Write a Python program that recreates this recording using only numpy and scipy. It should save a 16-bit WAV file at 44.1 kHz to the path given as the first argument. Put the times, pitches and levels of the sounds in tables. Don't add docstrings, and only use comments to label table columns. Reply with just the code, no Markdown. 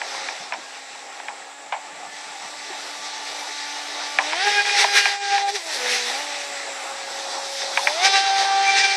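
import sys
import numpy as np
from scipy import signal
from scipy.fft import rfft, irfft, next_fast_len
from scipy.io import wavfile
from scipy.ndimage import uniform_filter1d, map_coordinates

SR = 44100
rng = np.random.default_rng(int(sys.argv[2]) if len(sys.argv) > 2 else 0)


def ratio_of_db(decibels):
    return 10 ** (np.asarray(decibels, float) / 20)


def waveform_to_disk(signal):
    frames = np.transpose(np.atleast_2d(signal))
    scaled = np.clip(frames, -1, 1) * 32767
    samples = np.round(scaled).astype(np.int16)
    wavfile.write(sys.argv[1], SR, samples)


N = 395136


def unit(x):
    return x / np.sqrt(np.mean(x ** 2) + 1e-20)


def curves(rows):
    times, *columns = np.transpose(rows)
    return [np.interp(np.arange(N) / SR, times, column) for column in columns]


def wobble(rate):
    knots = rng.standard_normal(int(N * rate / SR) + 4)
    return map_coordinates(knots, [np.arange(N) * rate / SR])


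def filtered(x, response):
    size = next_fast_len(len(x) + 8192)
    return irfft(rfft(x, size) * response(np.fft.rfftfreq(size, 1 / SR)), size)[:len(x)]


def modes(table):
    def response(f):
        total = 0
        for k, (centre, width, db) in enumerate(table):
            total = total + (-1) ** k * ratio_of_db(db) * 1j * f * width / (centre * centre - f * f + 1j * f * width)
        return total
    return response


def rush(spectrum, patchy_db, source=None):
    if source is None:
        source = rng.standard_normal(N)
    z = signal.stft(source, nperseg=512)[2]
    across_hz = uniform_filter1d(rng.standard_normal(z.shape), 6, 0)
    patches = unit(uniform_filter1d(across_hz, 10, 1))
    x = signal.istft(z * ratio_of_db(patchy_db * patches), nperseg=512)[1][:N]
    f, db = np.transpose(spectrum)
    return unit(filtered(x, lambda hz: ratio_of_db(np.interp(np.log(hz + 1), np.log(f), db, -120, -120))))


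# (time [s], shaft speed [turns/s])
THROTTLE = [(0, 271), (1.32, 273), (1.9, 292), (4.22, 291), (4.32, 310), (4.45, 410), (5.5, 399),
            (5.555, 416), (5.6, 340), (5.69, 320), (5.79, 250), (6.09, 243), (6.21, 292), (6.8, 273),
            (7.82, 275), (7.93, 306), (8.055, 390.5), (8.96, 393)]


def shaft_angle():
    flutter = 1 + 0.001471 * wobble(30)
    return 2 * np.pi * np.cumsum(curves(THROTTLE)[0] * flutter) / SR


# (time [s], half length [s], water gain [dB], whine gain [dB], high-order gain [dB])
LEAPING = [(0.208, 0.18, 7.5, 4, -4.5), (3.062, 0.024, 3, -3, 4), (3.281, .03, 1.5, -2, 3),
           (4.478, 0.019, 2.5, 8.5, -2.5), (4.591, 0.037, 1.5, 6, 3.5), (4.699, 0.037, 1, -0.5, 2.5),
           (4.807, 0.044, 11.5, 0, -3), (4.975, 0.037, 13, -4, 13.5), (5.07, 0.041, 5.5, -14, 23.5),
           (5.346, 0.038, 5, 9.5, -2.5), (5.496, 0.016, 5, 9, -5), (5.559, .012, 7, 3.5, -6),
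           (5.751, 0.026, 4, -5, -7), (5.938, 0.053, 7.5, 0.5, -3), (6.084, .05, 3, 1.5, -12),
           (8.058, 0.028, 10.5, 7, 1.5), (8.16, 0.041, 4.5, 6, 4), (8.401, 0.048, 4, 4, -1),
           (8.698, 0.024, 2, 4, 4.5), (8.785, 0.028, 7, -4.5, 10), (8.843, 0.017, 3, 4, 5),
           (4.428, 0.019, 1, 5, -3), (7.631, 0.034, 2, 0, -6), (7.2, 0.072, 2.5, 0.1, 1)]
FURTHER_LEAPS = [(4.641, .02, -3, -9.5, -4), (4.887, 0.023, 1.5, -2, 4), (5.192, 0.026, -9, -1.5, -6),
                 (5.446, 0.021, -7, 4, -7), (5.526, .022, -2.5, -13, -14), (1.547, 0.091, -2.5, 0.1, 0.1),
                 (5.643, .05, -2, 1, -8), (8.113, .02, 0.5, -1.5, -1.5), (8.55, 0.055, -0.5, 2.5, -4.5),
                 (8.833, 0.013, -1, -9, 7)]


def leaps():
    t = np.arange(N) / SR
    total = 0
    for s, half, *gains_db in LEAPING + FURTHER_LEAPS:
        total = total + np.exp(-((t - s) / half) ** 2) * np.array(gains_db)[:, None]
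    return total


# (time [s], thrown water [dB], wash re water [dB], whine [dB],
# blade tone gained with the stern in view [dB])
PASS = [(0, -40.5, -4, -56, 8), (.7, -43, -1, -57, 0.5), (1.7, -48.5, 1, -56.5, 1.5),
        (2.2, -42, -2, -54.5, -1), (3.3, -34.5, -6, -49, -8.5), (4.16, -33.5, -4.5, -45.5, -5),
        (4.35, -32, -1.5, -39.5, 5.5), (4.46, -27, -1, -34, -2), (5.48, -32.5, -4, -39.5, 6.5),
        (5.59, -33, -4, -49, -3), (5.86, -30, -2, -47.5, 17.5), (6.2, -30.5, -3, -46.5, 4.5),
        (6.75, -39.5, 0.5, -54, 11.5), (7.25, -35, -6.5, -53.5, 16), (7.85, -28.5, -8.5, -56, 22.5),
        (8.04, -28.5, -6, -36.5, 6.5), (8.6, -28, -4, -37, 9), (8.96, -24.5, -6, -37, 4.5)]
# (frequency [Hz], level [dB])
HULL_RADIATION = [(250, -1.5), (388, -6.5), (404, -1.5), (570, -0.6), (820, 8.5), (1172, 0), (1212, -8),
                  (1640, 4)]


def order_db(k):
    f, db = np.transpose(HULL_RADIATION)
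    return curves(PASS)[2] + np.interp(np.log(k * curves(THROTTLE)[0]), np.log(f), db)


def covered():
    starts_db, span_db = -34.5, 13
    blade_db = order_db(2) + curves(PASS)[3]
    return uniform_filter1d(np.clip((blade_db - starts_db) / span_db, 0, 1), size=SR // 10)


# (time [s], insects [dB], breeze [dB],
# drone off the far bank [dB])
CAMERA_TURN = [(0, -47.5, -51, -39), (1, -48, -54, -40.5), (2.7, -47, -52.5, -40.5),
               (4.3, -45.5, -53, -36.5), (4.7, -41, -62.5, -39), (5.55, -45, -73, -44),
               (5.85, -40.5, -53, -37), (7.2, -43.5, -51.5, -35), (8, -44, -50.5, -35),
               (8.96, -50.5, -52.5, -35)]
# (frequency [Hz], level [dB per Hz])
INSECT_HISS = [(5000, -38), (6800, -3), (7300, 2), (7800, 3.5), (8500, -8), (10000, -20), (14000, -34)]
# (frequency [Hz], level [dB per Hz])
BREEZE_RUSH = [(30, -20), (80, -7), (200, 8.5), (450, -1), (800, 20.5)]
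# (time [s], peak [dB], pitch [Hz], t60 [s])
HANDLING = [
    (0.4, -37.5, 200, 0.092),
    (.5355, -21, 5400, 0.014),
    (.58, -34, 300, 0.083),
    (2.701, -27, 382, 0.073),
]


def bank():
    insects_db = curves(CAMERA_TURN)[0] - 5 * covered() + 0.95 * wobble(3.09)
    breeze_db = curves(CAMERA_TURN)[1] + 2.1 * wobble(4.5)
    out = ratio_of_db(insects_db) * rush(INSECT_HISS, patchy_db=1.6)
    out += ratio_of_db(breeze_db) * rush(BREEZE_RUSH, patchy_db=5)
    t = np.arange(SR // 8) / SR
    for s, db, hz, t60 in HANDLING:
        decay = ratio_of_db(db - 60 * t / t60)
        onset = 1 - np.exp(-25 * t / t60)
        ring = np.sin(2 * np.pi * hz * t + 2.0 * wobble(105)[:len(t)])
        out[round(s * SR):][:len(t)] += decay * ring * onset
    return out


# (time [s], peak [dB], hollow boom re peak [dB], echo re boom [dB])
HULL_SLAPS = [(0.015, -11.5, -10.5, -11), (0.147, -20, -2.5, -25), (0.286, -12.5, -9, -10),
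              (0.522, -11.5, -8.5, -5.5), (0.538, -15, -23, -21), (0.949, -28, 1, -20),
              (1.199, -21, -2.5, -25), (1.283, -13, -10, -10), (1.723, -10, -5.5, -5),
              (4.186, 3.5, -17, -5.5), (4.324, -11.5, -8, -19), (4.331, -10, -4, -25),
              (4.652, -10, -21, -18), (4.694, -6, -30, -26), (4.842, -2.5, -3.5, -36),
              (5.055, -1.5, -14, -13), (5.379, -7, -9, -15), (5.554, -22, -16, -24), (7.617, -17, -12, -17),
              (7.773, 0, -14.5, -7), (7.871, 2.5, -16, -7)]
# (frequency [Hz], width [Hz], level [dB])
PANELS = [(1290, 300, -10.5), (1684, 160, -1), (1940, 180, -3), (2315, 290, 0.7), (3630, 1200, -5)]
# (frequency [Hz], width [Hz], level [dB])
CAVITY = [(600, 120, -11), (800, 110, 0), (1000, 140, -3)]


def slaps():
    out, t = np.zeros(N + SR), np.arange(SR // 4) / SR

    def panels(f):
        cushion = .25 + 1 / (1 - (f / 2400) ** 2 + .7j * f / 2400) ** 2
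        return modes(PANELS)(f) * cushion

    def cavity(f):
        return modes(CAVITY)(f) * modes([(820, 700, 0)])(f)

    decay = ratio_of_db(-60 * t / .03)
    late = decay * (1 - np.exp(-(t / .0015) ** 2))
    for s, db, boom_db, echo_db in HULL_SLAPS:
        splash, air, echo = rng.standard_normal((3, len(t)))
        blow = np.exp(-((t - .001) / .00006) ** 2) + .22 * splash * decay * (t > .001)
        crack = filtered(blow, panels)
        boom = filtered(air * late, cavity)
        low_tail = ratio_of_db(-60 * t / 0.2) * unit(filtered(echo, cavity))
        high_tail = 0.73 * ratio_of_db(-60 * t / 0.12) * unit(filtered(echo, panels))
        tail = (1 - np.exp(-t / 0.0013)) * (low_tail + high_tail)
        hollow = boom / np.abs(boom).max() + ratio_of_db(echo_db + 2.5) * tail
        hit = crack / np.abs(crack).max() + ratio_of_db(boom_db + 1.5) * hollow
        out[round(s * SR) - SR // 2500:][:len(t)] += ratio_of_db(db - 3.5) * hit
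    return out[:N]


# (frequency [Hz], level [dB per Hz])
SPRAY_COLOUR = [(2400, -23), (3000, -16), (3400, -4.5), (3800, -2.5), (4400, -5), (5700, -4.5),
                (6400, -8.5), (6900, -16.5), (8500, -18), (11000, -39.5)]
WASH_COLOUR = [(250, -78), (400, -4.5), (600, -19), (1200, -10.5), (1900, 3.5), (2600, -1), (3100, -6.5),
               (5000, -21)]
MIST_COLOUR = [(6500, -18), (8500, -2), (10000, -2), (12000, -11), (14000, -20.5), (15800, -30)]
DRONE_COLOUR = [(200, -36), (330, -15.5), (600, -10.5), (820, 0.5), (1000, -10.5), (1400, -10.5),
                (2500, -40)]


def water(angle, leap_db):
    water_db, share_db = curves(PASS)[:2]
    insects_db, _, far_bank_db = curves(CAMERA_TURN)
    splash_db, whine_db, high_db = leap_db
    spray_db = water_db + splash_db
    wash_db = spray_db + share_db + 0.2 * (whine_db + high_db)
    mist_db = -57.5 + 1.02 * (water_db + 35) + 1.2 * splash_db
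    mist_db = mist_db + 0.84 * (insects_db + 45)
    mist_db = mist_db - 6 * covered() + 2.2 * wobble(9)
    drone_db = far_bank_db + 0.13 * (water_db + 32.5) + 0.37 * splash_db + 2.1 * wobble(8)
    chop = 1 + .17 * np.cos(angle) + .15 * np.cos(2 * angle)

    def torn():
        return chop * rng.standard_normal(N)

    surge = wobble(18)
    spray = ratio_of_db(spray_db + .9 * surge) * rush(SPRAY_COLOUR, patchy_db=1.1, source=torn())
    wash = ratio_of_db(wash_db + 2 + .8 * surge) * rush(WASH_COLOUR, patchy_db=1.1, source=torn())
    mist = ratio_of_db(mist_db + 3.0) * rush(MIST_COLOUR, patchy_db=1.5)
    drone = ratio_of_db(drone_db) * rush(DRONE_COLOUR, patchy_db=2.0)
    return spray + wash + mist + drone


# (multiple, level [dB], share of the whine gain, share of the high-order gain, drift [dB])
STRONG_ORDERS = [(1, -1.5, 0.52, 0.17, 1.1), (3, -4, 1.15, 0.5, 2.5), (4, -0.5, 1.28, 1.21, 2),
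                 (6, -4, .9, 0.65, 3.5)]
# (multiple, level [dB])
UPPER_ORDERS = [(5, -6), (7, -6.5), (8, -5.5), (9, -6.5), (10, -4.5), (11, -9), (12, -6.5), (13, -7),
                (14, -16), (15, -20), (16, -40)]


def motor(angle, leap_db):
    turns, (_, whine_db, high_db) = curves(THROTTLE)[0], leap_db
    t = np.arange(N) / SR
    race_db = 20.5 * np.exp(-((t - 5.545) / 0.039) ** 2)
    sing_db = 10 * np.clip((t - 8.62) / 0.041, 0, 1)
    lift_db = {1: race_db, 6: sing_db}
    orders = []
    for k, db, own, share, drift_db in STRONG_ORDERS:
        level_db = order_db(k) + db + own * whine_db + share * high_db
        orders.append((k, level_db + lift_db.get(k, 0) + drift_db * wobble(7)))
    blade_db = order_db(2.01) + curves(PASS)[3] - 1.5 + whine_db + 0.97 * wobble(6.3)
    orders.append((2, blade_db))
    buzz_db = -38.5 + 1.09 * (curves(PASS)[2] + whine_db + high_db + 39.5)
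    buzz_db = uniform_filter1d(buzz_db, size=SR // 6)
    buried_db = np.interp(turns, [396, 403], [0, 3.5])
    for k, db in UPPER_ORDERS:
        orders.append((k, buzz_db + db - buried_db + 2.0 * wobble(5)))
    rough = np.interp(turns, [300, 390, 402], [.025, .065, .085])
    out = np.zeros(N)
    for k, db in orders:
        flicker_db = (1.4 + .15 * k) * wobble(25)
        phase = k * angle + k * rough * wobble(70) + k * k
        out += np.sqrt(2) * ratio_of_db(db + flicker_db) * np.sin(phase)
    return out


def scene():
    angle, leap_db = shaft_angle(), leaps()
    return (bank() + slaps() + water(angle, leap_db) + motor(angle, leap_db))[None]


def masked(x, treble_db, bass_db):
    hz, _, z = signal.stft(x, SR, nperseg=2048, noverlap=1024)
    power = np.abs(z) ** 2
    low = hz < 1000
    width = np.where(low, 4, 32)
    band = np.unique(low * -999 + np.arange(len(hz)) // width, return_inverse=True)[1]
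    member = band == np.arange(band.max() + 1)[:, None]
    level = (member @ power / member.sum(1, keepdims=True))[band]
    limit = power.mean(0) * ratio_of_db(2 * np.where(low, bass_db, treble_db))[:, None]
    uneven_db = 3.7 * rng.standard_normal((len(member), z.shape[1]))
    limit = limit * ratio_of_db(uneven_db)[band]
    return signal.istft(z * (level > limit), SR, nperseg=2048, noverlap=1024)[1][:N]


def roll_off(x):
    return signal.sosfilt(signal.butter(12, 16440, fs=SR, output="sos"), x)


def record(dry):
    cut = filtered(dry[0], lambda hz: (1j * hz / (1j * hz + 120)) ** 2)
    thinned = masked(cut, treble_db=-30.0, bass_db=-42.0)
    clipped = np.clip(thinned, -.76, .76)
    return roll_off(clipped[None])


dry = scene()
out = record(dry)
waveform_to_disk(out)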